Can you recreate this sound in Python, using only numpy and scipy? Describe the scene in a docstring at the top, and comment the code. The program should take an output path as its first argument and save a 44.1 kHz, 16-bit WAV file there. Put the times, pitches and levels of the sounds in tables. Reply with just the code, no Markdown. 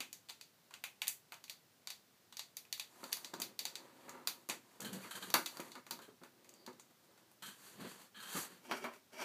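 """Clicks and a soft knock come first, over faint hiss: a hollow hard plastic toy is posed and slid about
on a wooden desk, close to a small microphone in a small quiet room. Noise bursts through resonances make
the clicks of its ratchet joints and feet and the knocks on the desk; swelling noise makes the brushing of
hands, the rubbing and the desk's hum. Gritty skids, one gliding squeak and a whispered rustle come later."""
import sys
import numpy as np
from scipy import signal
from scipy.fft import rfft, irfft, next_fast_len
from scipy.io import wavfile
from scipy.ndimage import uniform_filter1d

SR = 44100
rng = np.random.default_rng(int(sys.argv[2]) if len(sys.argv) > 2 else 0)


def generate_wav(sig):
    """Save sig (samples, or channels by samples) to the path in sys.argv[1] as 16-bit PCM at SR."""
    pcm = np.round(np.clip(np.atleast_2d(sig).T, -1, 1) * 32767).astype(np.int16)
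    wavfile.write(sys.argv[1], SR, pcm)


def volts_from_db(level):
    """Convert decibel levels to linear amplitude ratios."""
    exponent = np.asarray(level, float) / 20
    return 10 ** exponent


N = 407484  # length in samples

# Place: steady room tone and hiss: f/Hz, relative density/dB per Hz
AIR_SPECTRUM = [(18, -48), (30, -20), (48, 5.5), (113, 3), (207, 3), (1190, -6), (1500, -6), (2400, -9),
                (4610, -8.5), (9820, -14.5), (14100, -12.5), (15300, -12)]
AIR_RMS_DB = -68.5
# Place: decay of the small room: f/Hz, t60/s
ROOM_DECAY = [(250, 0.41), (700, 0.2), (2000, 0.23), (5000, 0.21), (12000, 0.22)]

# Desk: feet and palms land: t/s, direct peak level ahead of the port/dB, contact/ms, rattle t60/s,
# share of the low modes/dB
KNOCKS = [(0.004, -43, 0.32, 0.09, 4), (1.32, -55.5, 0.96, 0.037, 4.5), (3.032, -37, 0.74, 0.086, -2),
          (3.336, -38, 0.9, 0.1, 1), (3.4, -41, 0.6, 0.091, 5), (4.084, -45, 0.76, 0.38, -14),
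          (4.139, -46.5, 0.94, 0.48, -6), (4.276, -49, 0.54, 0.46, -2), (4.491, -37.5, 0.27, 0.21, 5),
          (4.801, -42, 0.65, 0.11, 2), (5.046, -41.5, 0.51, 0.24, -7), (5.299, -43.5, 0.78, 0.26, -4),
          (5.343, -18, 0.41, 0.14, -7.5), (5.57, -44.5, 0.49, 0.067, 4), (5.597, -32.5, 0.84, 0.087, 1.5),
          (5.755, -42.5, 0.38, 0.17, -7), (5.867, -53, 0.75, 0.38, -4), (5.91, -44.5, 0.85, 0.25, -1.5),
          (5.99, -51, 0.77, 0.19, -6), (6.082, -52, 1, 0.17, 6), (6.216, -50, 0.72, 0.21, 4),
          (6.677, -39, 1, 0.14, -3.5), (7.807, -58, 0.7, 0.12, -3), (7.848, -51, 0.7, 0.16, -3),
          (8.354, -36.5, 1, 0.25, -16)]
# Desk: modes of the wooden top: f/Hz, width/Hz, level/dB
DESK_MODES = [(129, 26, -8.5), (188.5, 27, -3.5), (248, 26, 1.5), (352.6, 67, 2.5), (531, 59, -1),
              (668, 65, -14.5), (965, 84, 0.5), (1208, 70, 0), (1378, 150, -2.5), (1714, 67, -3.5),
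              (2143, 240, -4), (2700, 400, -9.5)]
# Desk: the top humming under the palm: f/Hz, width/Hz, level/dB
HUM_MODES = [(120, 27, -15.5), (193, 27.4, 0), (264, 45, -10), (352, 76.3, -12.5), (490, 153, -16)]
# Beside the microphone: the reaching arm bumps a thing; columns as in KNOCKS
BUMPS = [(8.656, -48, 0.22, 0.19, -1), (8.697, -42, 0.58, 0.2, -1), (8.713, -22.5, 0.51, 0.13, -7),
         (8.771, -42, 0.51, 0.17, -3), (8.843, -31, 0.99, 0.22, -8.5)]
# Beside the microphone: modes of that thing: f/Hz, width/Hz, level/dB (its rub passes them twice)
NEAR_MODES = [(248, 18, 4.5), (382, 38, 2), (604, 135, 3), (930, 190, 1), (1390, 350, 0), (1800, 380, -5.5),
              (2290, 170, 2), (2760, 370, -2.5), (3180, 220, -3), (4950, 840, -5), (5670, 760, -1.5)]
RATTLE_RISE_MS = 1.6

# Toy: joints slip, nails and claws tick: t/s, direct peak level ahead of the port/dB, brightest f/Hz,
# gain of the hollow body/dB, gain of the thin rims/dB
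CLICKS = [(0.0044, -29.5, 2700, -22, -27), (0.129, -30.5, 6300, -30.5, -14), (0.2873, -43, 3520, -22, -29),
          (0.2932, -39.5, 3520, -23, -22), (0.2976, -35.5, 3820, -23.5, -28),
          (0.3057, -41.5, 4540, -18, -21), (0.4113, -39, 4540, -28, -21), (0.708, -50.5, 2260, -10, -32),
          (0.7332, -53, 2120, -9, -33), (0.739, -38, 2760, -18, -30), (0.8388, -29.5, 2530, -22, -20),
          (1.0184, -24, 2560, -24, -22), (1.071, -31.5, 2810, -23, -19), (1.0799, -15.5, 8000, -33, -5.5),
          (1.3213, -36.5, 2240, -12, -22), (1.3416, -38.5, 3220, -36, -22), (1.4402, -40, 5000, -25, -17),
          (1.48, -48, 2420, -25, -23), (1.4971, -30.5, 4530, -25.5, -18), (1.8724, -29, 4200, -23, -23),
          (1.9034, -29, 4500, -25, -19), (2.325, -40.5, 3340, -18.5, -23), (2.3694, -31.5, 4800, -28, -20),
          (2.3932, -28.5, 4260, -24.5, -25), (2.5687, -28.5, 5140, -27.5, -10.5),
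          (2.6512, -51, 2620, -21, -31), (2.7267, -24, 4260, -34, -17), (2.778, -41, 6110, -19, -7),
          (2.797, -27, 3800, -26, -21), (3.0397, -37.5, 4300, -13.5, -20), (3.1185, -41, 6740, -22, -21),
          (3.1243, -33.5, 3600, -21, -20), (3.1284, -20, 5200, -31, -12), (3.1699, -34.5, 4620, -14, -9),
          (3.246, -31.5, 4500, -27, -32), (3.3383, -34.5, 4400, -12, -23), (3.4004, -28.5, 7200, -21, -14),
          (3.4184, -23.5, 4650, -26, -15), (3.5912, -24, 4600, -29, -17.5),
          (3.6531, -25.5, 4560, -24.5, -21), (3.7544, -30, 4330, -27, -25), (4.0934, -37.5, 6700, -24, -18),
          (4.2731, -19.5, 4540, -22.5, -13), (4.4888, -29, 7040, -18, -10),
          (4.4975, -24.5, 1500, -19.5, -34), (4.8045, -33.5, 6950, -23, -16),
          (5.3022, -32.5, 4900, -27, -15), (5.3403, -13.5, 4650, -12, -12), (5.46, -29, 3800, -20, -21),
          (5.463, -25.5, 4030, -22, -17), (5.5704, -36.5, 4700, -10.5, -15), (5.601, -35.5, 1560, -42, -20),
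          (5.7182, -40, 4160, -27, -33), (5.7537, -40.5, 3980, -10, -24), (5.8663, -44.5, 1600, -16, -25),
          (5.909, -28, 4650, -20.5, -14.5), (5.99, -46, 4330, -6, -22), (6.235, -44, 1990, -10.5, -22),
          (6.445, -54, 1680, -19, -26), (6.4918, -43.5, 6600, -32, -19), (6.5388, -46.5, 6460, -26, -17),
          (6.664, -38, 4550, -17, -22), (6.7306, -53, 4240, -12, -20), (6.797, -44, 7100, -21, -31),
          (7.1763, -54, 1740, -11, -23), (7.3146, -52.5, 1650, -14, -8), (8.713, -35.5, 1500, -1, -9),
          (8.8412, -37, 1510, -18, -20), (8.937, -46, 2210, -29, -19)]
# Toy: resonances of the plastic shell: f/Hz, width/Hz, level/dB
SHELL_MODES = [(2000, 545, 4), (2480, 250, 4), (2930, 190, -0.5), (3600, 634, 0), (4004, 1250, -13.5),
               (4930, 1000, -5.5), (6147, 2520, 0.5), (6916, 2130, 0), (8980, 1400, -10.5),
               (10700, 410, -28)]
# Toy: air inside, passed twice: f/Hz, width/Hz, level each pass/dB
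HOLLOW_MODES = [(917, 720, 9.5), (1500, 264, 9.1)]
# Toy: thin rims, passed twice: f/Hz, width/Hz, level each pass/dB
RIM_MODES = [(9950, 12000, 4.65)]
# How narrowly the struck spot favours its brightest pitch: f/width
SHARPNESS = 2.5
# All slips share one time scale; hollow clicks fill the room more, bright ones less
SLIP_MS, USUAL_HZ, USUAL_BODY_DB = 2.73, 4000, -22
CLICK_ROOM_DB, ROOM_DB_PER_OCTAVE, ROOM_DB_PER_BODY_DB = -1.5, -1.5, 0.0864

# Strokes, one a row: start t/s, rise/ms, fall/ms, rub level/dB, weight = hum over rub/dB
# The toy's feet drag on the wood
DRAGS = [(2.8, 293, 110, -62, -3), (3.1, 154, 100, -65, -3), (3.28, 117, 220, -64, 6),
         (3.59, 18, 130, -68.5, 5.5), (3.62, 170, 740, -65.5, 1), (3.95, 160, 240, -66.5, 1),
         (4.3, 116, 100, -73.5, 1), (4.5, 253, 98, -70, 0.5), (5.33, 28, 220, -66, -5),
         (5.44, 120, 170, -61.5, -3), (5.6, 66, 160, -62.5, -2), (5.74, 39, 52, -62.5, 2),
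         (5.85, 175, 87, -68.5, 4.5), (6.07, 22, 49, -72, 8), (6.1, 430, 500, -77, 8),
         (6.89, 20, 33, -76, 2), (7.02, 25, 37, -74, 1), (7.05, 55, 340, -76.5, 7)]
# A flat hand or forearm sweeps over the desk; same columns
SWEEPS = [(4.79, 68, 170, -61.5, 12), (4.88, 94, 50, -63, 12), (4.98, 60, 90, -56.5, -1),
          (5.05, 100, 95, -64, -7), (5.14, 29, 45, -57, -2.5), (5.2, 32, 99, -55, -3.5),
          (5.26, 27, 45, -63, 1), (7.52, 152, 135, -63, -10), (7.7, 92, 50, -66, 4),
          (7.79, 26, 35.2, -56, 8), (7.83, 24, 45, -55, 10.5), (7.86, 44, 114.3, -57, -3),
          (7.97, 46, 95, -63.5, -5.5), (8.17, 65, 70, -64, -11), (8.26, 40, 60, -61, -16),
          (8.345, 9.7, 60, -65, 20.5), (8.31, 68, 111, -49.5, -13), (8.4, 62, 70.4, -64, -1),
          (8.46, 61, 120, -62.5, 0.5)]
# A cupped palm slides on the desk; same columns
WIPES = [(7.42, 6.2, 25, -55, -9.5), (7.42, 61, 101, -57, -4), (8.135, 41, 110, -57.5, -9.5),
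         (8.2, 89, 40, -56, -10), (8.28, 60, 40, -51, -22)]
# The arm rubs along the thing beside the microphone; same columns
REACHES = [(8.58, 88, 40, -62, -3), (8.67, 30, 25, -56, 3), (8.7, 17, 80, -43.5, -4),
           (8.73, 45, 90, -54, -8), (8.8, 37, 75, -51.5, 3.5), (8.87, 75, 100, -64.5, 0),
           (9.11, 30, 40.2, -55.5, -2), (9.14, 86, 90, -42, -9)]
# Manner of each kind of stroke: dry brushing level at the usual rub/dB, its growth/dB per rub dB,
# its loss/dB per weight dB, swell exponent (higher is more pointed)
DRAG_MANNER = (-70, 0, 2.7, 1.23)
# Manner of the sweeps; same columns
SWEEP_MANNER = (-61, 1.09, 0.62, 1.18)
# Manner of the wipes; same columns
WIPE_MANNER = (-67.5, 1.54, 0.11, 1.36)
# Manner of the reaches; same columns
REACH_MANNER = (-65.5, 0.41, 0.69, 1.72)
USUAL_RUB_DB = -60
# Dry brushing of skin: f/Hz, relative density/dB per Hz
BRUSH_SPECTRUM = [(300, -21), (1000, -0.5), (3000, -10), (7000, 2), (10000, -2.5), (13000, -2),
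                  (15000, -10)]
# Rub of the toy's feet, passed twice: f/Hz, width/Hz, level each pass/dB
FEET_MODES = [(700, 390, 4), (963, 160, 6), (1226, 130, 3.5), (1700, 720, 1), (2460, 2200, -4),
              (3960, 2400, -4.5)]
# Loose contact of flat skin, passed twice: f/Hz, width/Hz, level each pass/dB
FLAT_MODES = [(420, 350, 5), (1036, 510, 2.5), (1710, 660, 2.5), (2960, 1440, 0.5), (4420, 750, -1.5)]
# Hollow under the hand, passed twice: f/Hz, width/Hz, level each pass/dB
GRIP_MODES = [(915, 260, -3.5), (1260, 270, -1.5), (1615, 310, 1), (2530, 570, -5), (3147, 260, 1.5),
              (3810, 400, -3.5), (4240, 230, -2.5)]

# A palm grips, lets go and skids: t/s, direct peak of the rub ahead of the port/dB,
# fall to 1/e/ms, hiss level re that peak/dB
SKIDS = [(4.8165, -45.5, 19, -6), (4.8473, -42, 28, -8), (4.9286, -51, 28, 1.5), (5.1091, -39.5, 24, -11),
         (5.1536, -40, 19, -13), (5.2244, -39.5, 14, -15), (6.0172, -53.5, 35, -8.5),
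         (7.4229, -44.5, 46, -10), (7.4599, -49.5, 45, -4.5), (7.8045, -53, 65, -8.5),
         (8.1445, -51.5, 62, -27), (8.2016, -45, 14, -16), (8.2261, -47.5, 31, -9.5)]
# Skin squeaks once: t/s, f/Hz, level/dB
SQUEAK = [(5.0, 2000, -77), (5.02, 2270, -73), (5.037, 2490, -56), (5.05, 2140, -62), (5.065, 1900, -80)]
# A fingertip whispers over the ridges: t/s, level/dB
RUSTLE = [(6.5, -94), (6.56, -78), (6.63, -76), (6.68, -93)]

# Microphone port, a peak then a notch: f/Hz, width/Hz
PORT = [(4780, 450), (5060, 280)]
# Overall band limits, weak lows and a steep fall near 15.4 kHz: f/Hz, level/dB
BAND_LIMITS = [(40, -22), (70, -19), (110, -1.5), (15250, 0), (15500, -62)]


def evened(x):
    """Scales to rms 1."""
    return x / np.sqrt(np.mean(x ** 2) + 1e-20)


def read(points, hz):
    """Reads a spectrum on a log-frequency axis."""
    f, value = np.transpose(points)
    return np.interp(np.log(hz + 1), np.log(f + 1), value)


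def add(mix, s, sound):
    """Mixes a sound in at time s."""
    part = mix[max(round(s * SR), 0):][:len(sound)]
    part += sound[:len(part)]


def peaks(modes, hz):
    """Damped resonances: powers add, with the shortest causal (minimum) phase."""
    each = np.array([volts_from_db(db) * hz * w / abs(f ** 2 - hz ** 2 + 1j * hz * w) for f, w, db in modes])
    cepstrum = irfft(np.log(np.linalg.norm(each, axis=0) + 1e-4))
    # folding the cepstrum forward in time makes the phase minimal
    cepstrum[1:len(hz) - 1] *= 2
    cepstrum[len(hz):] = 0
    return np.exp(rfft(cepstrum))


def coloured(x, gain):
    """Filters x by gain(hz)."""
    size = 2 * next_fast_len(len(x) // 2 + 1)
    hz = np.fft.rfftfreq(size, 1 / SR)
    return irfft(rfft(x, size) * gain(hz), size)[:len(x)]


def room(x):
    """Six random sparse tails, each band dying at its own speed, crossfaded so no one draw colours all."""
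    t, out = np.arange(N) / SR, np.zeros(N)
    for k in range(6):
        taps = np.zeros(SR // 2)
        at = np.arange(100, SR // 2 - 10, 10)
        taps[at + rng.integers(0, 10, len(at))] = rng.choice([-1., 1.], len(at))
        hz, lag, z = signal.stft(taps, SR, nperseg=256)
        decay = volts_from_db(-60 * lag / read(ROOM_DECAY, hz)[:, None])
        tail = signal.istft(z * decay, SR, nperseg=256)[1]
        # steady crossfade: seven steps a second round the six tails
        turn = np.cos(np.pi / 2 * np.clip((7 * t - k) % 6 - 1, -1, 1))
        out += signal.oaconvolve(x * turn, tail / np.linalg.norm(tail))[:N]
    return out


def air():
    """Steady room tone and microphone hiss: noise with a fixed spectrum."""
    hiss = coloured(rng.standard_normal(N), lambda f: volts_from_db(read(AIR_SPECTRUM, f)))
    return volts_from_db(AIR_RMS_DB) * evened(hiss)


def knocks(rows, modes):
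    """A blow and a rough rattle after it, duller when the contact is longer, shake a damped body."""
    out, t = np.zeros(N), np.arange(SR // 3) / SR
    rattle = rng.standard_normal((len(rows), len(t)))
    for (s, peak_db, contact_ms, t60, low_db), grit in zip(rows, rattle):
        push = grit * (1 - np.exp(-1000 * t / RATTLE_RISE_MS)) * volts_from_db(-60 * t / t60)
        push += volts_from_db(21) * (t == 0)  # the blow itself

        def body(f):
            low = volts_from_db(low_db / (1 + (f / 800) ** 6))
            return low * peaks(modes, f) / (1 + 1j * f * contact_ms / 1000) ** 2

        thud = coloured(push, body)
        add(out, s, volts_from_db(peak_db) * thud / abs(thud).max())
    return out + volts_from_db(-6) * room(out)


def clicks():
    """A short chatter of slips rings the shell; each spot on the toy has its own colour."""
    near, far, t = np.zeros(N), np.zeros(N), np.arange(2048) / SR
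    chatter = rng.standard_normal((len(CLICKS), len(t)))
    u = 1000 * t / SLIP_MS
    slip_level = np.minimum(u * 8, 1) * np.exp(-u ** 2) + 0.22 * np.exp(-u / 4) + 1.43 * np.exp(-u * 12)
    for (s, peak_db, hz, body_db, rim_db), grit in zip(CLICKS, chatter):
        bright_db = ROOM_DB_PER_OCTAVE * np.log2(hz / USUAL_HZ)
        room_db = CLICK_ROOM_DB + bright_db + ROOM_DB_PER_BODY_DB * (body_db - USUAL_BODY_DB)
        slips = grit * slip_level

        def spot(f):
            struck = 0.53 + peaks([(hz, hz / SHARPNESS, 0)], f)
            shell = struck * peaks(SHELL_MODES, f) * f ** 2 / (f ** 2 + 1500 ** 2)
            hollow = volts_from_db(body_db) * peaks(HOLLOW_MODES, f) ** 2
            return shell + hollow + volts_from_db(rim_db) * peaks(RIM_MODES, f) ** 2

        tick = coloured(slips, spot)
        scale = volts_from_db(peak_db) / abs(tick).max()
        add(near, s, scale * tick)
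        # the walls hear every side of the toy, so the notches of one direction even out
        smooth_tick = np.linalg.norm(slips) * coloured(1. * (t == 0), spot)
        add(far, s, scale * volts_from_db(room_db) * smooth_tick)
    return near + room(far)


def strokes(rows, manner, rub_colour, hum_modes):
    """A surface catching on the grain, as noise in three layers: dry hiss, ringing rub and low hum."""
    levels, (brush_db, per_rub, per_weight, swell) = np.zeros((3, N)), manner
    for start, rise_ms, fall_ms, rub_db, weight_db in rows:
        ms = np.arange(0, rise_ms + fall_ms, 1000 / SR)
        speed = np.interp(ms, [0, rise_ms, rise_ms + fall_ms], [0, 1, 0]) ** swell
        # brushing grows with the rub and is smothered by weight
        dry_db = brush_db + per_rub * (rub_db - USUAL_RUB_DB) - per_weight * weight_db
        for level, db in zip(levels, (dry_db, rub_db, rub_db + weight_db)):
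            add(level, start, volts_from_db(db) * speed)
    brush, rub, hum = uniform_filter1d(levels, size=200)
    a, b, c, d = rng.standard_normal((4, N))
    judder = volts_from_db(1.4 * evened(uniform_filter1d(d, size=300)))  # stick and slip
    hiss = evened(coloured(a * judder ** 0.53, lambda f: volts_from_db(read(BRUSH_SPECTRUM, f))))
    ringing = evened(coloured(b * judder, rub_colour))
    humming = evened(coloured(c * judder, lambda f: peaks(hum_modes, f)))
    return brush * hiss + rub * ringing + hum * humming


def skids():
    """Abrupt gritty bursts of noise in the hollow under the hand."""
    out, t = np.zeros(N), np.arange(SR // 4) / SR
    noise = rng.standard_normal((len(SKIDS), 2, len(t)))
    for (s, peak_db, skid_ms, hiss_db), (a, b) in zip(SKIDS, noise):
        fade = np.minimum(t / 0.00035, 1) * np.exp(-1000 * t / skid_ms)
        rub = coloured(a * fade, lambda f: peaks(GRIP_MODES, f) ** 2)
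        hiss = coloured(b * fade, lambda f: volts_from_db(read(BRUSH_SPECTRUM, f)))
        burst = rub / abs(rub).max() + volts_from_db(hiss_db) * hiss / hiss[:600].std()
        add(out, s, volts_from_db(peak_db) * burst)
    return out + volts_from_db(-4) * room(out)


def squeak():
    """A gliding stick-slip tone: a sine with a shaky level."""
    s, hz, db = np.transpose(SQUEAK)
    t, out = np.arange(s[0], s[-1], 1 / SR), np.zeros(N)
    shake = 1 + 0.4 * evened(uniform_filter1d(rng.standard_normal(len(t)), size=150))
    tone = np.sin(2 * np.pi * np.cumsum(np.interp(t, s, hz)) / SR)
    add(out, s[0], shake * volts_from_db(np.interp(t, s, db)) * tone)
    return out


def rustle():
    """A faint narrow hiss: noise through one resonance, passed twice."""
    s, db = np.transpose(RUSTLE)
    hiss = evened(coloured(rng.standard_normal(N), lambda f: peaks([(4650, 550, 0)], f) ** 2))
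    return hiss * volts_from_db(np.interp(np.arange(N) / SR, s, db, left=-150, right=-150))


def port(hz):
    """The microphone port: a resonance over an anti-resonance, flat far from both."""
    peak, notch = (f ** 2 - hz ** 2 + 1j * hz * w for f, w in PORT)
    return notch / peak


def scene():
    """Everything on the desk passes the microphone port; the room tone and hiss are added behind it."""
    hiss = air()
    hits = knocks(KNOCKS, DESK_MODES) + clicks() + knocks(BUMPS, NEAR_MODES)
    rubs = (strokes(DRAGS, DRAG_MANNER, lambda f: peaks(FEET_MODES, f) ** 2, DESK_MODES[:5])
            + strokes(SWEEPS, SWEEP_MANNER, lambda f: peaks(FLAT_MODES, f) ** 2, HUM_MODES)
            + strokes(WIPES, WIPE_MANNER, lambda f: peaks(GRIP_MODES, f) ** 2, HUM_MODES)
            + strokes(REACHES, REACH_MANNER, lambda f: peaks(NEAR_MODES[2:], f) ** 2, NEAR_MODES[:2]))
    desk = coloured(hits + rubs + skids() + squeak() + rustle(), port)
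    return (desk + hiss)[None]


def roll_off(x):
    """The treble ends steeply here."""
    return signal.sosfilt(signal.butter(12, 16540, fs=SR, output="sos"), x)


def record(dry):
    """Applies the overall band limits: weak lows and a steep fall near 15.4 kHz."""
    finished = coloured(dry[0], lambda f: volts_from_db(read(BAND_LIMITS, f)))
    return roll_off(finished[None])


dry = scene()
out = record(dry)
generate_wav(out)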